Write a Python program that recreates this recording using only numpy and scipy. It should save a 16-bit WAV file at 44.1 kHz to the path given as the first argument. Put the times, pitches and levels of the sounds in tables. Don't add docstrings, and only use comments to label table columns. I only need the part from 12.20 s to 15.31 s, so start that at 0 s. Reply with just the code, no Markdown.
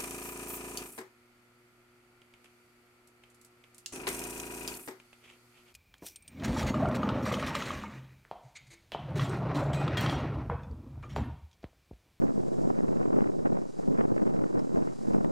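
import sys
import numpy as np
from scipy import signal
from scipy.fft import rfft, irfft
from scipy.io import wavfile
from scipy.ndimage import uniform_filter1d

SR = 44100
rng = np.random.default_rng(int(sys.argv[2]) if len(sys.argv) > 2 else 0)


def transcribe(signal):
    frames = np.atleast_2d(signal).T
    limited = np.clip(frames, -1, 1)
    pcm = np.round(limited * 32767).astype(np.int16)
    wavfile.write(sys.argv[1], SR, pcm)


N = 137151
T, HZ = np.arange(N) / SR, np.fft.rfftfreq(N, 1 / SR)

# (frequency [Hz], relative level [dB])
SLUSH_SPECTRUM = [(20, 2), (60, 8.5), (300, 5.5), (1000, 6.5), (2500, -3.5), (3400, -5), (4040, 0),
                  (4350, -2), (4870, 3), (5700, 0.5), (7400, 1), (10700, -10.5), (15000, -29.5)]
# (frequency [Hz], side against centre [dB])
SLUSH_WIDTH = [(50, -68), (1000, -25), (3300, -8), (5000, -7.5), (7000, -7), (9000, -4), (14000, -2)]
# (time [s], level [dB])
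SLUSH_LEVEL = [(0, -63), (.2, -63), (.4, -60.5), (.55, -63), (1.0, -63.5), (1.35, -64.5), (1.62, -61.5),
               (1.8, -63.5), (2.3, -63.5), (2.9, -60), (3.11, -64.5)]
GRAINS_PER_S, GRAIN_SPREAD_DB = 1300, 2.5
GRAINS_DB = -10
SLUSH_FLICKER_DB, SLUSH_FLICKER_HZ = 1, 19

# (time [s], level before the top is softened [dB], ring frequency [Hz], decay [s],
# ring against crack [dB], upper edge [Hz])
TICKS = [(2.392, -50, 5100, 0.0048, -2.5, 7000), (2.684, -55, 2890, .005, -8, 3300),
         (3.046, -49.5, 7200, .0035, -18, 14500)]
# (frequency [Hz], relative level [dB])
CRACK_SPECTRUM = [(300, -5), (2000, 11), (3600, -3), (4400, 0), (8000, -3.5), (15000, -13)]
TICK_RING_WIDTH_HZ = 320

# (time [s], rumble level [dB], flutter level [dB])
GUSTS = [(0.0, -26.5, -50), (0.035, -23.5, -47.5), (0.1, -28.5, -48), (0.135, -33, -62),
         (0.175, -23.5, -51), (0.22, -29.5, -54.5), (0.3, -29.5, -55.5), (0.39, -27, -53.5),
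         (0.48, -24, -52.5), (0.54, -29, -52), (0.6, -30, -48), (0.68, -24, -51.5), (0.74, -28, -51),
         (0.815, -26.5, -45), (0.885, -27.5, -52), (0.93, -23.5, -45), (0.985, -22.5, -44.5),
         (1.035, -27, -49.5), (1.072, -25, -46.5), (1.12, -30, -56.5), (1.165, -29.5, -63),
         (1.195, -26.5, -53), (1.22, -33, -58), (1.265, -24.5, -40.5), (1.285, -29.5, -50),
         (1.305, -27, -54), (1.335, -25, -48), (1.37, -30.5, -48.5), (1.4, -30, -53.5),
         (1.541, -42.5, -64.5), (1.596, -29.5, -56.5), (1.65, -34, -53.5), (1.69, -23, -59),
         (1.75, -27.5, -46), (1.805, -24.5, -42), (1.835, -28.5, -47), (1.875, -28.5, -50),
         (1.92, -24.5, -51), (1.97, -28, -50), (2.015, -25.5, -46), (2.11, -26, -49.5), (2.16, -27.5, -49),
         (2.24, -26, -49), (2.29, -34.5, -55), (2.361, -24, -46.5), (2.41, -27, -49.5),
         (2.485, -33.5, -57.5), (2.564, -23, -46.5), (2.64, -29, -50), (2.71, -31.5, -53),
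         (2.76, -40.5, -63.5), (2.8, -33.5, -59.5), (2.84, -34, -58), (2.9, -27, -53), (2.952, -23, -46.5),
         (3.02, -27, -51), (3.11, -28, -51)]
# (time of the middle [s], thud peak [dB],
# slap peak [dB], spit peak [dB], break-up time [s])
BUFFETS = [(0.039, -12, -19, -46, .003), (0.108, -20, -25, -46, .002), (0.475, -17, -23, -47, .002),
           (0.504, -13, -14, -41, .004), (0.59, -17, -24, -42, .004), (0.607, -18, -22, -39, .002),
           (0.638, -18, -25, -50, .002), (0.684, -23, -29, -39, .003), (0.772, -19, -30, -43, .003),
           (0.858, -21, -22, -43, .002), (0.988, -11, -19, -39, .004), (1.008, -15, -22, -34, .002),
           (1.02, -16, -21, -45, .002), (1.26, -21, -21, -37, .005), (1.273, -16, -22, -49, .002),
           (1.331, -15, -32, -51, .002), (1.372, -25, -20, -43, .005), (1.679, -18, -23, -45, .002),
           (1.718, -14, -32, -58, .002), (1.799, -17, -31, -38, .003), (1.811, -18, -16, -31, .003),
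           (1.853, -11, -20, -41, .003), (1.906, -19, -24, -50, .002), (1.981, -26, -30, -33, .003),
           (2.031, -14, -27, -50, .002), (2.077, -19, -32, -39, .003), (2.191, -18, -24, -39, .002),
           (2.241, -16, -22, -37, .003), (2.371, -17, -24, -45, .002), (2.573, -16, -23, -46, .004),
           (2.624, -22, -22, -42, .002), (2.886, -13, -24, -56, .002), (2.949, -20, -21, -39, .003),
           (2.983, -23, -20, -47, .003), (3.047, -17, -21, -39, .002)]
# (frequency [Hz], relative level [dB])
RUMBLE_SPECTRUM = [(20, -50), (45, -44), (75, -18.5), (120, -4.5), (185, 0.5), (300, 0), (450, -5),
                   (700, -13), (1100, -30), (2000, -76), (4000, -100)]
FLUTTER_SPECTRUM = [(100, -43), (250, -17), (450, 1), (700, -4.5), (1000, -8), (1500, -17.5), (2000, -27),
                    (2700, -35.5), (3500, -49), (7000, -88)]
THUD_SPECTRUM = [(20, -31), (50, -32), (120, -5.5), (230, 9), (420, 0.5), (750, -46), (1600, -35),
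                 (2700, -67), (4000, -87), (8000, -110)]
SLAP_SPECTRUM = [(100, -30), (250, -7), (450, 0), (600, -2), (800, -9), (1100, -18), (1500, -30),
                 (2500, -56), (5000, -95)]
SPIT_SPECTRUM = [(300, -30), (900, -3), (1400, 0), (1900, -4), (2600, -14), (3500, -29), (7000, -72),
                 (14000, -100)]
# (frequency [Hz], level against the push-pull part [dB])
COMMON_SHARE = [(30, -4.5), (70, -12), (150, -16), (300, -21), (600, -18.5), (1200, -11.5), (2200, -9.5),
                (4000, -5)]
RUMBLE_TRIM_DB, FLUTTER_TRIM_DB = -0.5, 9
THUD_TRIM_DB, SLAP_TRIM_DB, SPIT_TRIM_DB = -0.5, 0.5, 2
RUMBLE_LUMP_DB, FLUTTER_LUMP_DB, LUMP_HZ = 4.2, 6, 55
LUMP_SHARED = 0.8
CRACKLE_PER_S, CRACKLE_DB, CRACKLE_SPREAD_DB, CRACKLE_S = 85, -8.5, 6, 0.0018
WIND_TILT_DB = 0.1626

OFFSET, EDGE_HZ = -0.0035, 15600


def amp(db):
    return 10 ** (np.asarray(db) / 20)


def unit(x):
    return x / np.sqrt(np.mean(x ** 2) + 1e-20)


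def colour(x, points):
    hz, db = np.transpose(points)
    bins = np.fft.rfftfreq(len(x), 1 / SR)
    gain = amp(np.interp(np.log(bins + 1), np.log(hz), db))
    return irfft(rfft(x) * gain, len(x))


def noise(points):
    return unit(colour(rng.standard_normal(N), points))


def unsteadiness(rate_hz, slowest_hz=9):
    shape = HZ / np.hypot(HZ, slowest_hz) / np.sqrt(1 + (HZ / rate_hz) ** 4)
    wander = unit(irfft(rfft(rng.standard_normal(N)) * shape, N))
    return 2 * np.tanh(wander / 2)


def steady(x, size=1800):
    power = uniform_filter1d(uniform_filter1d(x ** 2, size), size)
    return x / np.sqrt(power + 1e-12)


def fizz():
    happens = rng.random(N) < GRAINS_PER_S / SR
    sign = rng.choice([-1, 1], N)
    size = amp(GRAIN_SPREAD_DB * np.minimum(rng.exponential(1, N), 5))
    grains = unit(happens * sign * size)
    return unit(colour(rng.standard_normal(N) + amp(GRAINS_DB) * grains, SLUSH_SPECTRUM))


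def slush():
    centre, side = fizz(), colour(fizz(), SLUSH_WIDTH)
    flicker_db = SLUSH_FLICKER_DB * unsteadiness(SLUSH_FLICKER_HZ)
    level_db = np.interp(T, *np.transpose(SLUSH_LEVEL)) + flicker_db
    return np.array([centre + side, centre - side]) * amp(level_db)


def ticks(side_db=-8):
    out = np.zeros((2, N))
    for start, db, ring_hz, decay_s, ring_db, top_hz in TICKS:
        resonance = 1 / (1 + ((HZ - ring_hz) / TICK_RING_WIDTH_HZ) ** 2)
        ring = unit(irfft(rfft(rng.standard_normal(N)) * resonance, N))
        centre = noise(CRACK_SPECTRUM) + amp(ring_db) * ring
        side = amp(side_db) * noise(CRACK_SPECTRUM)
        fade = (T >= start) * np.exp(-abs(T - start) / decay_s)
        crunch = np.array([centre + side, centre - side]) * amp(db) * fade
        soften_top = 1 / np.sqrt(1 + (HZ / top_hz) ** 6)
        out += irfft(rfft(crunch) * soften_top, N)
    return out


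def crackle():
    happens = rng.random(N) < CRACKLE_PER_S / SR
    sizes = happens * amp(CRACKLE_SPREAD_DB * rng.uniform(-1.16, 1, N))
    puff_t = np.arange(-3 * CRACKLE_S, 3 * CRACKLE_S, 1 / SR)
    puff = np.exp(-(puff_t / CRACKLE_S) ** 2)
    return unit(signal.oaconvolve(sizes, puff, "same"))


def burst(push, spectrum):
    pulse = signal.hilbert(colour(push, spectrum))
    return pulse / abs(pulse).max()


def buffets(size=4096):
    t = (np.arange(size) - size // 2) / SR
    out = np.zeros(N + size)
    thud = burst(1. * (t == 0), THUD_SPECTRUM)
    for middle, thud_db, slap_db, spit_db, breakup_s in BUFFETS:
        slap, spit = rng.standard_normal((2, size)) * np.exp(-(t / breakup_s) ** 2)
        eddy = amp(thud_db + THUD_TRIM_DB) * thud
        eddy = eddy + amp(slap_db + SLAP_TRIM_DB) * burst(slap, SLAP_SPECTRUM)
        eddy = eddy + amp(spit_db + SPIT_TRIM_DB) * burst(spit, SPIT_SPECTRUM)
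        turn = np.exp(2j * np.pi * rng.random())
        out[round(middle * SR):][:size] += (eddy * turn).real
    return out[size // 2:][:N]


def pressure(lumps, quick_lumps, spits):
    s, rumble_db, flutter_db = np.transpose(GUSTS)
    rumble = steady(colour(rng.standard_normal(N) * amp(RUMBLE_LUMP_DB * lumps), RUMBLE_SPECTRUM))
    flutter = steady(colour(rng.standard_normal(N) * amp(FLUTTER_LUMP_DB * quick_lumps), FLUTTER_SPECTRUM))
    flutter = amp(FLUTTER_TRIM_DB) * flutter + amp(CRACKLE_DB) * spits * noise(SPIT_SPECTRUM)
    rumble = rumble * amp(RUMBLE_TRIM_DB + np.interp(T, s, rumble_db))
    flutter = flutter * amp(np.interp(T, s, flutter_db))
    return rumble + flutter + buffets()


def wind():
    lumps, spits = unsteadiness(LUMP_HZ), crackle()
    own_lumps = unsteadiness(2 * LUMP_HZ)
    quick_lumps = LUMP_SHARED * lumps + np.sqrt(1 - LUMP_SHARED ** 2) * own_lumps
    opposed = pressure(lumps, quick_lumps, spits)
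    common = colour(pressure(lumps, quick_lumps, spits), COMMON_SHARE)
    left = (common + opposed) * amp(-WIND_TILT_DB)
    right = (common - opposed) * amp(WIND_TILT_DB)
    return np.array([left, right])


def scene():
    return slush() + ticks() + wind()


def record(dry):
    lowpass = signal.firwin(511, EDGE_HZ, window=("kaiser", 9), fs=SR)
    return signal.oaconvolve(dry + OFFSET, lowpass[None], "same")


dry = scene()
out = record(dry)
transcribe(out)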